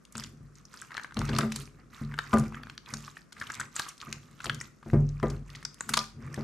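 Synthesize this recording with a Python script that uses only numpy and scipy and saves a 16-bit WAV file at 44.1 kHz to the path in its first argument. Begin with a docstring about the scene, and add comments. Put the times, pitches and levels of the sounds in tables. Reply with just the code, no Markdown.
"""Wet slime is kneaded by hand in a glass dish on a hollow table, close to a stereo microphone in a small quiet room.
Air pockets burst as short rising rings, sticky films tear as bright noise bursts, and under every squeeze
showers of tiny damped rings gurgle and fizz. The dish and a plastic bowl bump and drag on the table,
whose top booms in decaying modes. Noise tails make the room answer, over a faint hush."""
import sys
import numpy as np
from scipy import signal
from scipy.fft import rfft, irfft, next_fast_len
from scipy.io import wavfile
from scipy.ndimage import uniform_filter1d

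SR = 44100
rng = np.random.default_rng(int(sys.argv[2]) if len(sys.argv) > 2 else 0)


def materialize(psi):
    """Save the field psi as 16-bit PCM at rate SR to the path in sys.argv[1].

    A 1-D psi becomes a single channel; in a 2-D psi each row is a channel.
    """
    bounded = np.clip(np.atleast_2d(psi).T, -1, 1)
    quanta = np.round(bounded * 32767).astype(np.int16)
    wavfile.write(sys.argv[1], SR, quanta)


def elevation(decibels):
    """Turn decibel levels (scalar or array-like) into linear amplitude ratios."""
    levels = np.asarray(decibels, float)
    return 10 ** (levels / 20)


N = 283563  # length in samples
LEAD = 0.03  # room for a swell before its peak (s)


def unit(x):
    """Scaled to rms 1."""
    return x / np.sqrt(np.mean(x ** 2) + 1e-20)


def along(points, hz):
    """(Hz, value) points joined on a log frequency axis."""
    point_hz, value = np.transpose(points)
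    return np.interp(np.log(hz + 1), np.log(point_hz + 1), value)


def filtered(x, response):
    """x shaped by a gain that is a function of frequency."""
    size = next_fast_len(x.shape[-1] + 2 * SR)
    spectrum = rfft(x, size) * response(np.fft.rfftfreq(size, 1 / SR))
    return irfft(spectrum, size)[..., :x.shape[-1]]


def add(track, s, sound):
    """Lays a sound into a track at a time in seconds."""
    start = round(s * SR)
    track[..., start:start + sound.shape[-1]] += sound


def sides(pan_db):
    """Left and right gains, pan_db apart."""
    return elevation(np.array([[0.5], [-0.5]]) * pan_db)


def lump(t, swell_ms, fade_ms):
    """Envelope that swells up to t = 0 and fades after, with time constants in ms."""
    time_ms = np.where(t < 0, max(swell_ms, 0.1), max(fade_ms, 0.3))
    return np.exp(-np.abs(t) * 1000 / time_ms)


def strokes(rows, rise_db_per_s, fall_db_per_s):
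    """Level curves (dB) of strokes that rise, hold and fall; overlapping ones add in power."""
    rest_db = -76  # floor between strokes
    t = np.arange(0, N, 32)[:, None] / SR
    start, hold, *levels = np.transpose(rows)
    before = np.clip(start - t, 0, None)
    after = np.clip(t - start - hold, 0, None)
    off_db = rise_db_per_s * before + fall_db_per_s * after
    curves = []
    for db in levels:
        power = np.sum(elevation(db - off_db) ** 2, 1) + elevation(rest_db) ** 2
        curves.append(np.interp(np.arange(N) / SR, t[:, 0], 10 * np.log10(power)))
    return curves


def plops():
    """A bursting pocket rings as a small cavity whose pitch rises as it opens; the wet walls make the ring ragged."""
    # Air pockets bursting, and just after the bumps at 2.33 s and 5.23 s a few rows of the bumped dish
    # rattling. Each row: peak time in seconds, level in dB, cavity pitch at the peak in Hz, # length in ms.
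    bursts = [(0.1535, -27.5, 1410, 0.82), (0.1808, -37.5, 1300, 2.3), (0.198, -37.5, 1390.0, 1.3),
              (0.224, -38.5, 1800, 1.6), (0.7407, -39.5, 1430, 3.3), (0.8213, -34, 1570.0, 2.5),
              (0.907, -39, 1520.0, 3.1), (0.9186, -33.5, 1840, 1.7), (0.9216, -36, 1530.0, 1.1),
              (0.9503, -32, 1300, 2.7), (0.9696, -29.7, 1680, 2.2), (0.979, -22.8, 1657, 2.2),
              (0.9967, -28.5, 1700, 1.5), (1.046, -29.5, 1520.0, 2.6), (1.11, -39, 1500, 1.5),
              (1.1225, -38, 1520, 2.5), (1.1707, -30.5, 1330, 2.3), (1.2169, -19.5, 1390, 0.82),
              (1.2939, -30, 1510, 3.6), (1.3646, -29.2, 1380, 1.4), (1.3882, -19, 1240, 4.7),
              (1.409, -28.4, 1640, 1.6), (1.4129, -26, 1610, 2.0), (1.4327, -29.5, 1340, 4.7),
              (1.5208, -28.5, 1550, 1.3), (1.562, -30, 1780, 0.88), (2.1213, -33.5, 1680, 0.9),
              (2.1407, -30.5, 1560, 2.4), (2.1796, -33, 1350, 2.5), (2.1897, -14.5, 1610, 1.2),
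              (2.194, -23, 1420, 0.57), (2.3321, -21.5, 976, 5.8), (2.336, -25, 1000, 2.5),
              (2.3714, -23, 1150, 2.7), (2.5237, -34, 1270, 1.3), (2.5454, -33.5, 1660, 2.4),
              (2.6337, -38.5, 1620, 1.9), (2.636, -35, 1200, 1.0), (2.6704, -35, 1400, 1.1),
              (2.6985, -37.5, 1540, 1.9), (2.779, -34.5, 1650, 1.2), (2.9387, -31.5, 1445, 2.8),
              (3.0796, -35.5, 1175, 4.4), (3.17, -34, 1820, 2.5), (3.325, -43.5, 1430, 3.6),
              (3.3679, -42, 1630, 2.8), (3.4145, -27, 1680, 4.7), (3.423, -30, 1540, 3.4),
              (3.502, -27, 1603, 4.1), (3.599, -27, 1500, 6.6), (3.6125, -24.5, 1645, 2.9),
              (3.7638, -31, 1330, 1.4), (3.7968, -23, 1590, 2.9), (3.8002, -26, 1140, 2.3),
              (3.8654, -35.5, 1260.0, 3.8), (4.0146, -38, 1750.0, 0.81), (4.0276, -34, 1240.0, 1.8),
              (4.1269, -30, 1850, 1.8), (4.4045, -33.9, 1440.0, 3.1), (4.4441, -30, 1250, 3.3),
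              (4.4571, -24, 1350, 0.61), (4.4972, -19, 1607, 3.1), (4.6124, -28.5, 1850.0, 2.5),
              (4.829, -45, 1176, 5.9), (4.9007, -34.5, 1900, 1.2), (4.936, -30.5, 1050, 1.5),
              (5.2002, -36, 1160.0, 1.3), (5.23, -26, 1050, 3.6), (5.553, -36.5, 1940, 2.1),
              (5.6277, -37.5, 1830, 1.4), (5.652, -34, 1446, 3.4), (5.8082, -26, 1440.0, 2.7),
              (5.8921, -25, 1283, 3.3), (5.8974, -24, 1640.0, 0.54), (5.9375, -25, 1560, 0.92),
              (5.94, -21.1, 1347, 3.5), (5.9716, -36, 1300.0, 1.6), (5.974, -16.5, 1200, 1.7),
              (5.9781, -19, 1160.0, 0.59), (6.3426, -34.5, 1760, 3.8)]
    out = np.zeros((2, N + SR))
    t = np.arange(SR // 10) / SR - LEAD
    random = rng.standard_normal((len(bursts), 2, len(t)))
    for (s, db, hz, length_ms), jag in zip(bursts, random):
        slip = unit(uniform_filter1d(jag[0], size=50))
        ring = np.sin(2 * np.pi * hz * (t + 4 * t * t) + 0.96 * slip)
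        shape = lump(t, swell_ms=0.22 * length_ms, fade_ms=length_ms)
        pan_db = jag[1, 0]
        add(out, s - LEAD, elevation(db) * sides(pan_db) * ring * shape)
    return out[:, :N]


def snaps():
    """A tearing film is a burst of crackle, brightest around a pitch set by its size."""
    # Sticky films tearing. Each row: peak time in seconds, level in dB, centre in Hz, breadth in octaves,
    # length in ms.
    tears = [(0.0523, -43, 4280, 0.89, 1.2), (0.1243, -40, 8380.0, 0.52, 1.6),
             (0.1543, -34.5, 4100, 0.73, 1.3), (0.1698, -30.2, 7500, 0.17, 0.95),
             (0.18, -26, 7200, 0.46, 1.1), (0.1981, -29, 4640, 0.36, 1.1), (0.238, -28.3, 4400, 0.53, 1.3),
             (0.555, -46, 5800, 0.37, 1.4), (0.6534, -40.5, 5600, 0.2, 1.5),
             (0.7404, -40.5, 6700, 0.34, 1.2), (0.7732, -38, 5320.0, 0.23, 0.8),
             (0.816, -31, 7800, 0.33, 1.3), (0.9437, -35, 3480.0, 0.7, 0.86), (0.969, -30, 3350, 0.65, 1.8),
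             (1.0347, -37.5, 5100, 0.54, 1.7), (1.1442, -36.5, 6150.0, 0.43, 0.7),
             (1.17, -28.5, 3060, 0.42, 1.3), (1.1913, -26, 5200, 0.62, 1.0), (1.2154, -38, 2960, 0.44, 2.2),
             (1.253, -36, 5240.0, 0.65, 2.4), (1.2916, -32.5, 3900, 0.52, 3.8),
             (1.3314, -35.5, 2960, 0.45, 4.3), (1.3505, -31, 4250.0, 0.31, 1.6),
             (1.364, -28.5, 4000, 0.47, 2.6), (1.3863, -17, 5100, 1, 1.6), (1.4084, -28, 3580, 0.43, 1.8),
             (1.5215, -28, 4250, 0.98, 2), (1.5608, -25, 5460, 1, 2.8), (2.1885, -23, 3870, 0.2, 1.24),
             (2.3393, -30.5, 7040, 0.6, 1.9), (2.3845, -30.5, 7150.0, 0.54, 2.3),
             (2.397, -31.5, 7580.0, 0.49, 1.8), (2.546, -43, 2860, 0.2, 2.2),
             (2.6342, -38.5, 3620, 0.39, 1.1), (2.6985, -32.5, 3380, 0.47, 0.87),
             (2.7785, -29, 3940, 0.43, 0.8), (2.8609, -40, 3100, 0.42, 1.2),
             (2.9389, -22.5, 5880, 0.37, 1.3), (2.9421, -35, 6410.0, 0.81, 0.88),
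             (3.324, -43, 3960, 0.84, 2.9), (3.3285, -34.5, 5100, 0.76, 0.52),
             (3.4, -36.5, 5320.0, 0.52, 1.5), (3.4705, -35.5, 3300, 0.26, 1.4),
             (3.5, -39, 5530.0, 0.31, 1.4), (3.5069, -42, 5910.0, 0.39, 1.1),
             (3.5194, -30, 6640, 0.33, 0.95), (3.539, -35, 5740, 0.47, 1.1),
             (3.5438, -27.5, 4770, 0.69, 0.44), (3.5522, -30, 5370, 0.65, 0.6),
             (3.599, -30, 6400, 0.5, 0.7), (3.6016, -30.5, 7490.0, 0.3, 2.8), (3.6055, -24, 5600, 0.7, 0.6),
             (3.7573, -29, 7390.0, 0.26, 1.6), (3.764, -19, 7100, 0.12, 0.96),
             (3.7957, -21.5, 5000, 0.84, 2), (3.8201, -32.5, 4700.0, 0.27, 2.1),
             (3.8872, -30.5, 8400, 0.36, 1.0), (3.8899, -33.5, 5450, 0.74, 3.2),
             (3.9795, -43.3, 5440.0, 0.66, 1.7), (4.003, -34, 3930, 0.15, 0.59),
             (4.0146, -31.5, 4150, 0.58, 1.1), (4.1275, -23.5, 4400, 0.66, 1.4),
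             (4.4043, -39, 2880, 0.36, 1.6), (4.444, -31, 6300, 0.57, 3), (4.458, -28.5, 3600, 0.72, 1.8),
             (4.467, -29.9, 3000, 0.31, 1.6), (4.4968, -16, 3020, 0.36, 0.66),
             (4.5463, -31.5, 6060, 0.65, 1.3), (4.6026, -32.5, 5400, 0.14, 1.4),
             (4.6122, -31, 6900, 0.25, 2.4), (5.0905, -42, 5340, 0.36, 1.8),
             (5.1989, -47, 5270.0, 0.16, 1.6), (5.3012, -38, 5200, 0.56, 3.7),
             (5.502, -40, 4130, 0.42, 1.1), (5.5503, -38, 2920, 0.53, 2.1),
             (5.5559, -36.5, 5690.0, 0.39, 0.9), (5.5605, -37, 5000, 0.39, 0.9),
             (5.6292, -43, 5330.0, 0.55, 1.2), (5.6515, -20, 5400, 0.28, 1.32),
             (5.7439, -40, 6600, 0.56, 1.3), (5.8082, -22, 7460, 0.13, 1.4),
             (5.8926, -23.5, 8200, 0.9, 3.6), (5.9371, -17.5, 5190.0, 0.87, 1.1),
             (5.9397, -13.5, 4200, 0.76, 1.9), (5.9714, -17.5, 3900, 1, 1.8), (5.975, -15.8, 4170, 1, 1.8),
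             (5.9907, -17.5, 4500, 0.27, 1.7), (6.3435, -32, 7000, 0.51, 1.06)]
    out = np.zeros((2, N + SR))
    t = np.arange(SR // 10) / SR - LEAD
    hz_grid = np.fft.rfftfreq(len(t), 1 / SR) + 1
    random = rng.standard_normal((len(tears), 2, len(t)))
    for (s, db, hz, octaves, length_ms), noise in zip(tears, random):
        away = np.log2(hz_grid / hz)  # octaves from the centre
        peak = np.exp(-0.5 * (away / max(octaves, 0.1)) ** 2)
        skirt = 0.06 * np.exp(-0.5 * (away / 2.9) ** 2)
        shape = lump(t, swell_ms=0.34 * length_ms, fade_ms=1.58 * length_ms)
        shared, apart = shape * irfft(rfft(noise) * (peak + skirt), len(t))
        strength = elevation(db - 2.5) * np.linalg.norm(shape) / np.linalg.norm(shared)
        add(out, s - LEAD, strength * (shared + 0.3 * apart * np.array([[1], [-1]])))
    return out[:, :N]


def grains(rate, hz, spread, cycles, size_db):
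    """Stereo rain of tiny damped bubbles: random time, pitch, size and place, leaning right; rms 1."""
    # rate is in bubbles per second; each ring decays with a time constant of so many cycles
    at, pitch, size, place = rng.random((int(rate * N / SR), 4)).T[:, :, None]
    f = hz * np.exp(spread * (2 * pitch - 1))
    t = np.arange(256) / SR
    strength = elevation(-size_db * np.log(size + 0.0013))  # few large bubbles, many small
    ring = strength * np.sin(2 * np.pi * f * t) * np.exp(-t * f / cycles)
    index = ((at * N).astype(int) + np.arange(len(t))).ravel()
    pair = []
    for side in (1, -1):  # left, right
        placed = ring * elevation(side * 6.3 * (place - 1.0))
        pair.append(np.bincount(index, placed.ravel(), N + len(t))[:N])
    return unit(np.array(pair))


def squelch():
    """Under each squeeze countless small pockets gurgle and thin films fizz."""
    # Squeezes of the slime. 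Each row: start in seconds, hold in seconds, gurgle level in dB, fizz level in dB.
    squeezes = [(.16, 0.082, -58, -53.5), (.57, 0.0076, -63.5, -60.5), (.73, .12, -59, -54.5),
                (.92, 0.13, -52, -62), (1.18, 0.14, -46, -52.5), (1.34, 0.089, -42.5, -49.5),
                (1.53, 0.089, -56, -47), (1.79, 0.017, -62.5, -91), (1.94, 0.09, -54.5, -56),
                (2.1, 0.041, -55, -62), (2.2, 0.15, -52, -56.5), (2.33, 0.13, -52.5, -53),
                (2.54, 0.043, -50, -61.5), (2.66, 0.073, -60, -63.5), (2.88, 0.061, -50, -54.5),
                (2.97, 0.13, -59.5, -53), (3.17, 0.0067, -61, -56.5), (3.38, 0.097, -53.5, -55.5),
                (3.5, 0.13, -48.5, -56), (3.77, 0.047, -48, -41.5), (3.84, 0.061, -53.5, -52.5),
                (4.01, .13, -54, -57.5), (4.22, 0.2, -67, -63.5), (4.42, 0.035, -53, -52),
                (4.48, 0.052, -51.5, -55), (4.6, 0.05, -60.5, -56), (4.87, 0.064, -71, -59),
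                (5.0, 0.24, -68, -69.5), (5.24, 0.097, -54, -58), (5.48, 0.15, -61, -60.5),
                (5.63, 0.18, -67.5, -73), (5.8, 0.058, -63, -58.5), (5.9, 0.12, -51.5, -49),
                (6.22, .21, -55.5, -64), (6.34, 0.1, -77, -57.5)]
    # Colours of the gurgling pockets and the fizzing films. Each row: frequency in Hz, relative level in dB.
    gurgle_colour = [(500, -3), (900, -13), (1200, 1.5), (1600, -3), (2200, 0), (3200, -4.5), (6000, -6)]
    fizz_colour = [(1500, -1), (2500, -7), (4500, -1), (6500, 2.5), (9300, -1.5), (10300, -4.5), (13000, 7),
                   (15500, -18), (16400, -42)]
    gurgle_db, fizz_db = strokes(squeezes, rise_db_per_s=474, fall_db_per_s=251)
    gurgle = grains(1800, hz=1390, spread=0.7, cycles=4.2, size_db=3.6)
    fizz = grains(5000, hz=6000, spread=0.95, cycles=2.6, size_db=5.2)
    gurgle = unit(filtered(gurgle, lambda hz: elevation(along(gurgle_colour, hz))))
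    fizz = unit(filtered(fizz, lambda hz: elevation(along(fizz_colour, hz))))
    return elevation(gurgle_db) * gurgle + elevation(fizz_db) * fizz


def dish(slime):
    """Sound from the slime in the dish dips near 700 Hz and lifts near 950 Hz; the top treble is softened too."""
    # Radiation of the slime. Each row: frequency in Hz, gain in dB.
    radiation = [(300, 0.5), (700, -7), (950, 2), (1200, 1), (20000, -6)]
    return filtered(slime, lambda hz: elevation(along(radiation, hz)))


def table():
    """Bumps ring the table top, hard ones up into its high modes; the dragged dish shakes the same modes steadily."""
    # Modes of the table top. Each row: frequency in Hz, relative level in dB, time to fall 60 dB in seconds.
    modes = [(47.27, -8.5, 0.95), (73, -34, 0.61), (103.5, -10, 0.86), (127.5, -2.5, 0.25),
             (144.27, 0.5, 0.69), (176.8, 4, 0.056), (220.3, -1, 0.38), (246, -13.5, 0.46),
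             (332, -5.5, 0.14), (399.7, -10.5, 0.26), (495, -12.5, 0.13), (580.7, -19.5, 0.23),
             (665.5, -17, 0.12), (781, -36, 0.38), (1001, -29.5, 0.17), (1202, -24.5, 0.22),
             (1440, -45, 0.43), (1986, -39, 0.077)]
    # Bumps on the table, and at 5.969 s a fingernail knocking the dish, rung through the same modes. Each row:
    # # time in seconds, relative level in dB, hardness in dB towards the high modes, place in dB favouring the
    # # 220 Hz mode, splat in dB relative to the bump.
    bumps = [(0.154, -34.5, -33, 6.5, -19), (0.407, -35, -66, -12, -50), (1.166, -32, -25, 15, -5),
             (1.19, -17, -54, -19, -32.5), (1.29, -31.5, -13, 11, -3), (1.331, -33.5, 15.5, -8, -26),
             (1.385, -22.5, 3.5, -5, -16), (1.43, -28.5, 6, 15.5, -9), (2.014, -23.5, -46, 1.5, -29.5),
             (2.333, -20.5, 20.5, 15, -3.5), (2.929, -32, -23.5, 3.5, -18), (4.077, -36, -8.5, 2.5, -36),
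             (4.46, -33, -9, -1.5, -7), (4.861, -33, -27, 6, -10.5), (4.933, -7.5, -15.5, -2.5, -22.5),
             (5.229, -18, 9, 1.5, -10), (5.902, -32.5, -33, 4.5, -17), (5.969, -45.5, 37, 15.5, -18),
             (6.165, -35, -54, -9, -35), (6.377, -25, -16, 3, -10.5)]
    # Colour of slime thrown about by a bump. Each row: frequency in Hz, relative level in dB.
    splat_colour = [(150, 7), (400, 9.5), (1000, -4.5), (2200, -13), (3500, -49), (8000, -40.5)]
    # The dish dragged over the table. Each row: start in seconds, hold in seconds, level in dB.
    drags = [(.18, 0.16, -51.5), (.75, 0.46, -66), (1.2, 0.11, -41), (1.32, 0.074, -32.5),
             (1.56, 0.038, -43.5), (1.75, 0.18, -57), (2.07, 0.078, -51), (2.38, 0.018, -31),
             (2.56, 0.087, -48), (2.9, 0.058, -55), (3.4, 0.1, -54.5), (3.58, 0.047, -51.5),
             (4.08, .05, -51), (4.2, 0.15, -58), (4.48, 0.085, -44), (4.97, 0.02, -31),
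             (5.28, 0.049, -36.5), (5.5, 0.14, -54), (5.87, 0.072, -48.5), (6.18, 0.16, -44)]
    drag_db, = strokes(drags, rise_db_per_s=281, fall_db_per_s=138)
    out, splat = np.zeros(N + SR), np.zeros(N + SR)
    t = np.arange(SR) / SR
    hz, level_db, t60 = np.transpose(modes)[:, :, None]
    high = np.clip(np.log2(hz / 250) / 2, 0, 1)  # 0 up to 250 Hz, 1 from 1000 Hz
    main = np.arange(len(hz))[:, None] == 6  # the 220 Hz mode
    decay = elevation(level_db - 60 * t / t60) * (1 - np.exp(-t * hz / 0.52))
    tone = np.sin(2 * np.pi * hz * t)
    knots = rng.standard_normal((len(bumps), len(hz), 64))
    for (s, db, hard_db, place_db, splat_db), luck in zip(bumps, knots):
        tilt_db = high * (hard_db + 11 + 2.0 * luck[:, :1])
        weight = elevation(db - 8.5 + tilt_db + main * place_db)
        # the loose dish rattles on the top, so each ring wavers in phase, the high ones most
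        waver = np.array([np.interp(t, np.arange(64) / 63, knot - knot[0]) for knot in luck])
        depth = 0.17 + 0.8 * high  # radians
        ring = np.sin(2 * np.pi * hz * t + depth * waver)
        add(out, s, np.sum(weight * decay * ring, 0))
        add(splat, s, elevation(db + splat_db - 60 * t / 0.23))
    noise = filtered(rng.standard_normal(N), lambda f: elevation(along(splat_colour, f)))
    spray = splat[:N] * unit(noise)
    # under the drag the modes are damped further
    shake = np.sum(elevation(-8 * high - 1.73 * main) * decay * tone, 0) * elevation(-60 * t / 0.15)
    rub = elevation(drag_db) * rng.standard_normal(N)
    drag = signal.fftconvolve(rub, shake / np.linalg.norm(shake))
    return out[:N] + spray + drag[:N]


def room(x):
    """The walls answer, each frequency dying at its own speed; a new tail for each short stretch of sound."""
    # Decay of the room. 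Each row: frequency in Hz, time to fall 60 dB in seconds.
    reverb_time = [(150, 0.35), (1000, 0.33), (5000, 0.33), (14000, 0.31)]
    out = np.zeros((2, N + 2 * SR))
    step = SR // 4
    for start in range(0, N, step):
        hz, t, z = signal.stft(rng.standard_normal((2, SR // 2)), SR, nperseg=256)
        fade = elevation(-60 * t / along(reverb_time, hz)[:, None])
        tail = signal.istft(z * fade, SR, nperseg=256)[1]
        tail = tail + 0.17 * tail.sum(0)  # close capsules share part of the tail
        tail = tail / np.linalg.norm(tail[0])
        wet = signal.fftconvolve(x[None, start:start + step], tail, axes=1)
        add(out, start / SR + 0.003, wet)
    return out[:, :N]


def room_tone():
    """Faint steady hush of coloured noise, more of it shared by both sides than apart."""
    # Colour of the quiet room. Each row: frequency in Hz, relative level in dB.
    hush_colour = [(25, -48), (50, 7), (90, -25.5), (150, 3.5), (220, 0), (630, -16), (900, -23.5),
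                   (1200, -13), (3500, -37), (6000, -28.5), (9500, -35.5), (13000, -39), (16300, -67)]
    noise = rng.standard_normal((2, N))
    shared, apart = filtered(noise, lambda hz: elevation(along(hush_colour, hz)))
    return elevation(-61) * unit(shared + 0.67 * apart * np.array([[1], [-1]]))


def scene():
    """Slime and table, direct and through the room, over the room's hush."""
    slime = dish(plops() + snaps() + squelch())
    boom = table()
    to_room = elevation(-10.5) * slime.mean(0) + elevation(-21.5) * boom
    return slime + boom + room(to_room) + room_tone()


def band_limit(x):
    """A steep low-pass at the top of the band."""
    return signal.sosfilt(signal.butter(12, 16470, fs=SR, output="sos"), x)


def record(dry):
    """The capsules lose the deepest bass and highest treble and differ a little in colour."""
    # Response of both capsules. Each row: frequency in Hz, gain in dB.
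    capsule = [(20, -22), (42, 0), (9000, 1.5), (11000, 0), (14000, -8.5), (16000, -21), (20000, -77)]
    # Difference between the capsules. Each row: frequency in Hz, left over right in dB.
    lean = [(100, 0.2), (600, 3.6), (1100, 2.2), (2200, 3.5), (6000, 1.5), (9000, 0.1), (13000, -3.5)]
    heard = filtered(dry, lambda hz: elevation(along(capsule, hz)) * sides(along(lean, hz)))
    return band_limit(heard)


dry = scene()
out = record(dry)
materialize(out)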